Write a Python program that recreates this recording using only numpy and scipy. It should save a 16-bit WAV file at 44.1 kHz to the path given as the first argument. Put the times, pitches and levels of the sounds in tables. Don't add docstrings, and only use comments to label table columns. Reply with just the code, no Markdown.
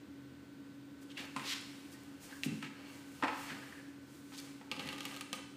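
import sys
import numpy as np
from scipy import signal
from scipy.fft import rfft, irfft, next_fast_len
from scipy.io import wavfile
from scipy.ndimage import map_coordinates

SR = 44100
rng = np.random.default_rng(int(sys.argv[2]) if len(sys.argv) > 2 else 0)


def store_wav(level_fs):
    pcm = np.round(np.clip(np.atleast_2d(level_fs), -1, 1) * 32767)
    wavfile.write(sys.argv[1], SR, pcm.T.astype(np.int16))


N = 245501
TIME = np.arange(N) / SR

# f/Hz, width/Hz, level/dB
PANEL_MODES = [(529.8, 8.2, 4.5), (845, 63, -5), (1050, 8.3, -31), (1238, 60, -2.5), (1604, 40, 0.5),
               (1710, 17, -12), (2000, 55, -1.5), (2280, 88, 0), (2730, 160, -4.5), (3000, 99, -5),
               (4370, 310, -4)]
# f/Hz, relative density/dB per Hz
RIM_COLOUR = [(150, -38), (300, 8), (700, 3), (1600, 1.5), (2700, 2), (5000, -6), (14000, -40)]


def from_db(db):
    return 10 ** (np.asarray(db) / 20)


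def rms_one(x):
    return x / np.sqrt(np.mean(x ** 2) + 1e-20)


def unit_energy(x):
    return x / np.sqrt(np.sum(x ** 2) + 1e-20)


def at_hz(points, hz):
    freqs, values = np.transpose(points)
    return np.interp(np.log(np.maximum(hz, 1)), np.log(freqs), values)


def add(out, s, sound):
    start = int(s * SR)
    out[start:start + len(sound)] += sound[:N - start]


def colour(x, spectrum, tilt_db=0):
    size = next_fast_len(len(x) + 4096, True) // 2 * 2
    hz = np.maximum(np.fft.rfftfreq(size, 1 / SR), 20)
    log_gain = np.log(from_db(at_hz(spectrum, hz) + tilt_db * np.log2(hz)))
    cepstrum = irfft(log_gain)
    cepstrum[size // 2:] = 0
    cepstrum[0] = 0
    response = np.exp(rfft(2 * cepstrum))
    response /= np.sqrt(np.mean(abs(response) ** 2))
    return irfft(rfft(x, size) * response)[:len(x)]


def resonate(x, hz, width_hz):
    b, a = signal.iirpeak(hz, hz / min(width_hz, 0.3 * SR), fs=SR)
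    return signal.lfilter(b, a, x + 1e-18)


def drift(rate):
    knots = rng.standard_normal(4096)
    return map_coordinates(knots, [TIME * rate], order=2, mode="wrap")


def burst(t60, size=8192):
    return unit_energy(rng.standard_normal(size) * from_db(-60 * TIME[:size] / t60))


def click(size=8192):
    return signal.unit_impulse(size)


def friction(per_s, spread_db):
    force = from_db(spread_db * np.minimum(rng.exponential(1, N), 4))
    signed = force * rng.choice([-1, 1], N)
    return rms_one(signed * (rng.random(N) < per_s / SR))


def swell(s, length):
    rise_share = 0.44
    roundness = 1.93
    before = (s - TIME) / rise_share
    after = (TIME - s) / (1 - rise_share)
    away = np.maximum(before, after) / length
    return np.exp(-np.minimum(away, 10) ** roundness)


def strokes(rows):
    return sum(from_db(db) * swell(s, length) for s, db, length in rows)


def box(x, modes=PANEL_MODES):
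    return sum(from_db(db) * resonate(x, hz, width) for hz, width, db in modes)


def background(waver_db=1.5, wander_rad=0.52, hum_trim_db=-0.5, air_db=-59):
    # f/Hz, RMS level before the trim/dB
    hum_tones = [(129.2, -70.5), (199.2, -69.5), (279.9, -54), (489.9, -77), (1378, -78.5), (1513, -72.5)]
    # f/Hz, relative density/dB per Hz
    air_colour = [(25, -50), (64, -22), (82, -10), (200, -5.5), (340, -4), (420, -12), (520, -11.5),
                  (700, -21), (1050, -18), (1250, -20.5), (1500, -19.5), (2000, -21.5), (4400, -26.5),
                  (5500, -31.5), (8800, -33.5), (10500, -40.5), (15000, -36)]
    # f/Hz, width/Hz, RMS level/dB
    air_modes = [(84.6, 5.1, -73.5), (135, 12.5, -68), (237, 72, -68), (290.3, 19.7, -63)]
    hum = np.zeros(N)
    for hz, db in hum_tones:
        level = from_db(db + waver_db * drift(8.5)) * np.sqrt(2)
        hum += level * np.sin(2 * np.pi * hz * TIME + wander_rad * drift(17))
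    air = from_db(air_db) * colour(rng.standard_normal(N), air_colour)
    for hz, width, db in air_modes:
        narrow = resonate(rng.standard_normal(N), hz, width)
        air += from_db(db) * rms_one(resonate(narrow, hz, 2 * width))
    return from_db(hum_trim_db) * hum + air


def rubbing(fur_trim_db=1, slide_trim_db=-3, ring_db=2):
    # t at the height/s, level before the fur trim/dB, length/s
    brush_rows = [(1.026, -63.5, 0.028), (1.62, -66, 1), (1.93, -61.5, 0.032), (2.24, -57, 0.061),
                  (2.35, -62, 0.16), (2.448, -48.5, 0.03), (2.55, -65, 0.18), (2.94, -63.5, 0.15),
                  (3.17, -64, 0.29), (3.42, -56.5, 0.16), (3.65, -66.5, 0.45), (4.14, -66.5, 0.17),
                  (4.39, -62, 0.28), (5.1, -61, 0.27), (5.355, -53, 0.02)]
    # t at the height/s, level before the trims/dB, length/s
    shove_rows = [(1.22, -49.5, 0.11), (1.42, -48, 0.1), (1.85, -63, 1), (2.31, -55, 0.067),
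                  (2.48, -53, 0.047), (2.86, -56, 0.3), (3.45, -51, 0.56), (4.46, -57, 0.17),
                  (4.85, -50, 0.26), (5.11, -50, 0.1), (5.38, -50.5, 0.057)]
    # f/Hz, relative density/dB per Hz
    fur_colour = [(400, -1), (1500, -1), (4000, 0.5), (8500, 1.5), (10500, -3), (15000, -4.5)]
    stir_s, rustle_db = 0.99, -78.5
    fur_in_shove_db = -14.5
    fur = colour(friction(15000, 1.1), fur_colour)
    rim = colour(friction(5000, 3.6), RIM_COLOUR)
    rim = rms_one(rim + from_db(ring_db) * box(rim))
    push = strokes(shove_rows)
    rustle = from_db(rustle_db) * (TIME > stir_s)
    flank = from_db(fur_in_shove_db) * push
    brushing = np.sqrt(rustle ** 2 + strokes(brush_rows) ** 2 + flank ** 2)
    return from_db(fur_trim_db) * brushing * fur + from_db(slide_trim_db) * push * rim


def panel_rings(width_hz=200, burst_t60=0.066):
    # t/s, strength/dB, panel f/Hz
    panel_rows = [(1.102, -33, 3120), (1.168, -21.5, 2730), (1.3625, -12.5, 1025), (1.943, -34, 1850),
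                  (2.3236, -26, 1580), (3.7231, -24, 1720)]
    out = np.zeros(N)
    for s, db, hz in panel_rows:
        panel = resonate(burst(burst_t60), hz, width_hz)
        panel = resonate(panel, hz, 4 * width_hz)
        add(out, s, from_db(db) * unit_energy(panel))
    return out


def scratches(skirt=5.7):
    # t at the height/s, level/dB, length/s, centre f/Hz
    scratch_rows = [(1.111, -58.5, 0.035, 3300), (1.18, -44, 0.015, 2620), (1.197, -45.5, 0.054, 2600),
                    (1.445, -45.5, 0.013, 2120), (1.484, -42.5, 0.07, 3860), (1.498, -44.5, 0.015, 3000),
                    (1.523, -42.5, 0.023, 3200), (1.551, -46.5, 0.072, 3470), (2.647, -48.5, 0.054, 2190),
                    (3.503, -46.5, 0.047, 2020), (4.345, -55.5, 0.045, 4400), (4.389, -48.5, 0.029, 4900)]
    # t at the height/s, level/dB
    squeak_rows = [(2.335, -59), (3.53, -56.5), (3.63, -60), (3.77, -58)]
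    # f/Hz, relative density/dB per Hz
    scratch_colour = [(200, -10), (700, -0.5), (1500, 3), (2500, 2), (4600, -1), (5600, -2.5), (8500, -1.5),
                      (10300, -6), (15000, 0)]
    width_share = 0.69
    squeak_hz, squeak_width_hz, squeak_s = 1710, 210, 0.075
    catches_per_s, spread_db, rough_db = 6000, 2.0, 2.1
    grain = colour(friction(catches_per_s, spread_db), scratch_colour)
    grain = grain * from_db(rough_db * drift(220))
    hisses = [(s, db, length, hz, width_share * hz) for s, db, length, hz in scratch_rows]
    squeaks = [(s, db, squeak_s, squeak_hz, squeak_width_hz) for s, db in squeak_rows]
    out = np.zeros(N)
    for s, db, length, hz, width in hisses + squeaks:
        band = resonate(resonate(grain, hz, width), hz, skirt * width)
        out += from_db(db) * swell(s, length) * rms_one(band)
    return out


def thuds(contact_s=0.004, lowest_hz=122):
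    # t/s, level/dB
    thud_rows = [(1.199, -44.5), (1.363, -38), (1.385, -45), (2.4611, -27), (2.489, -37), (2.508, -37.5),
                 (2.5254, -31), (2.632, -38.5), (3.516, -39.5), (4.775, -43.5), (4.858, -39)]
    # f/Hz, level/dB, t60/s
    wall_modes = [(155, -19, 0.26), (170, -8.5, 0.13), (214.6, 0.5, 0.086), (255.3, 4, 0.073),
                  (372.3, -11.5, 0.083)]
    out, t = np.zeros(N), TIME[:SR // 2]
    walls = sum(from_db(db - 60 * t / t60) * np.sin(2 * np.pi * hz * t) for hz, db, t60 in wall_modes)
    soft_onset = 1 - np.exp(-t / contact_s)
    for s, db in thud_rows:
        add(out, s, -from_db(db) * walls * soft_onset)
    return signal.sosfilt(signal.butter(4, lowest_hz, "high", fs=SR, output="sos"), out)


def ticks(centre_hz=9500, width_hz=7000, t60=0.0069):
    # t/s, strength/dB
    tick_rows = [(1.2055, -35), (1.2535, -36), (1.612, -35), (2.035, -40), (4.378, -32), (4.401, -32)]
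    out = np.zeros(N)
    for s, db in tick_rows:
        add(out, s, from_db(db) * unit_energy(resonate(burst(t60), centre_hz, width_hz)))
    return out


def knocks(rattle_db=4, contacts_per_s=2500, ring_db=0, size=8192):
    # t/s, strength/dB, tilt/dB per octave, rattle t60/s
    knock_rows = [(1.3640, -14.5, 6.5, 0.11), (1.396, -19, 4, 0.06), (2.6267, -17.5, 5, 0.081),
                  (3.225, -12, 0, 0.038), (3.2270, -7.5, -2.5, 0.037), (3.231, -7.5, -6.5, 0.056),
                  (3.2361, -3.8, -0.5, 0.11), (3.2442, -9, -4, 0.13), (3.2739, -12.5, 0.5, 0.12),
                  (3.2817, -9.5, 0.5, 0.11), (3.298, -20.5, -3, 0.13), (3.3305, -17.5, -1, 0.12),
                  (4.321, -26, 0, 0.18), (4.6131, -27, 0.5, 0.11)]
    # f/Hz, relative density/dB per Hz
    knock_colour = [(45, -66), (110, -40), (200, -27), (280, -1), (400, -11), (490, -7), (630, -8),
                    (860, 3), (1250, -5), (1800, -2.5), (2100, -6.5), (2500, -3.5), (3200, -12.5),
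                    (3800, -16), (5000, -21), (6500, -28.5), (8500, -29), (15000, -55)]
    # f/Hz, width/Hz, level/dB
    flap_modes = [(281, 10, 0.5), (476, 20, 8), (870, 18, -4), (1059, 11, 0), (1295, 27, 8)]
    out = np.zeros(N)
    for s, db, tilt_db, t60 in knock_rows:
        chatter = unit_energy(burst(t60) * (rng.random(size) < contacts_per_s / SR))
        blow = colour(click() + from_db(rattle_db) * chatter, knock_colour, tilt_db)
        ringing = blow + from_db(ring_db) * box(blow, flap_modes)
        add(out, s, from_db(db) * unit_energy(ringing))
    return out


def snap(crack_db, body_db, edge_hz, edge_width_hz, snap_db=6, bounce_db=-3, bounce_t60=0.044,
         flutter_db=-6, flutter_t60=0.028, crack_t60=0.0028, crack_tail_db=-6,
         crack_lag_s=0.000922, ring_db=4.0, modes_db=12):
    # f/Hz, relative density/dB per Hz
    crack_colour = [(500, -27), (3000, -7.5), (8000, 1), (10500, -4.5), (15000, -10.5)]
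    # f/Hz, relative density/dB per Hz
    hollow_colour = [(90, -29), (200, 2.5), (350, -4.5), (650, -13), (1250, -6.5), (1700, -24.5),
                     (2700, -7), (5000, -19), (14000, -29)]
    bounce = from_db(bounce_db) * burst(bounce_t60)
    flutter = from_db(flutter_db) * burst(flutter_t60)
    shudder = from_db(body_db / 2) * (bounce + flutter)
    edge = resonate(click() + shudder, edge_hz, edge_width_hz)
    edge = unit_energy(resonate(edge, edge_hz, 3300))
    crack = unit_energy(colour(burst(crack_t60) + from_db(crack_tail_db) * shudder, crack_colour))
    late_crack = np.pad(crack, (int(crack_lag_s * SR), 0))[:len(crack)]
    hollow = colour(burst(0.054), hollow_colour)
    ring = unit_energy(hollow + from_db(modes_db) * box(hollow))
    return from_db(snap_db) * (edge + from_db(body_db + ring_db) * ring + from_db(crack_db) * late_crack)


def flick(lowest_hz=2100):
    flick_s, flick_db = 2.4347, -15
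    out = np.zeros(N)
    sound = snap(crack_db=-19, body_db=-13, edge_hz=2530, edge_width_hz=1400)
    add(out, flick_s, from_db(flick_db) * sound)
    return signal.sosfilt(signal.butter(4, lowest_hz, "high", fs=SR, output="sos"), out)


def judder():
    # t/s, level before the snap's own gain/dB
    slip_rows = [(4.7148, -19.5), (4.7185, -32), (4.7639, -32), (4.7952, -24.5), (4.8052, -31.5),
                 (4.833, -40), (4.8691, -38), (4.889, -25), (4.9287, -29.5), (4.9812, -33.5), (5.0062, -27),
                 (5.0530, -25), (5.1136, -39), (5.1639, -31), (5.2098, -27), (5.3293, -21)]
    first_crack_db, crack_rise_db_per_s, full_crack_db = -19.5, 50, -2.5
    edge_hz, edge_scatter = 2680, 0.12
    push_s = slip_rows[0][0]
    out = np.zeros(N)
    for s, db in slip_rows:
        crack_db = min(first_crack_db + crack_rise_db_per_s * (s - push_s), full_crack_db)
        spot_hz = edge_hz * np.exp(edge_scatter * rng.uniform(-0.9, 1))
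        add(out, s, from_db(db) * snap(crack_db, body_db=-2, edge_hz=spot_hz, edge_width_hz=1600))
    return out


def scrabble(edge_hz=3100, edge_width_hz=2200, catch_t60=0.0072, ring_db=-2, size=2048):
    from_s, to_s = 4.725, 5.2
    start_db, fade_db_per_s = -55, 4.5
    catches_per_s, spread_db = 260, 1.8
    decay = from_db(-60 * TIME[:size] / catch_t60)
    force = signal.fftconvolve(abs(friction(catches_per_s, spread_db)), decay)[:N]
    catches = force * rng.standard_normal(N)
    edge = resonate(catches, edge_hz, edge_width_hz)
    grit = rms_one(edge + from_db(ring_db) * box(colour(catches, RIM_COLOUR)))
    moving = (TIME > from_s) & (TIME < to_s)
    return from_db(start_db - fade_db_per_s * (TIME - from_s)) * moving * grit


def room(x, build_s=0.0016):
    # f/Hz, t60/s
    room_t60 = [(150, 0.38), (500, 0.42), (1500, 0.88), (4000, 0.89), (8000, 0.78), (14000, 0.19)]
    t = TIME[:SR]
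    white = rfft(rng.standard_normal(SR))
    octave = np.round(np.log2(np.maximum(np.arange(len(white)), 64)))
    tail = np.zeros(SR)
    for k in np.unique(octave):
        tail += irfft(white * (octave == k), SR) * from_db(-60 * t / at_hz(room_t60, 2 ** k))
    return signal.fftconvolve(x, unit_energy(tail * (1 - np.exp(-t / build_s))))[:N]


def scene(room_db=-9, thud_room_db=-10):
    # f/Hz, relative level/dB
    room_colour = [(100, 8.5), (3500, -2.5), (8000, 0), (11000, -3), (15000, -19)]
    card = flick() + judder() + scrabble() + knocks() + panel_rings() + ticks() + scratches() + rubbing()
    weight = thuds()
    into_room = from_db(room_db) * card + from_db(thud_room_db) * weight
    echo = room(colour(into_room, room_colour))
    mono = card + weight + echo + background()
    return np.array([mono, mono])


def record(dry):
    thin = signal.sosfilt(signal.butter(2, 42, "high", fs=SR, output="sos"), dry)
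    return signal.sosfilt(signal.ellip(12, 0.1, 70, 15350, fs=SR, output="sos"), thin)


dry = scene()
out = record(dry)
store_wav(out)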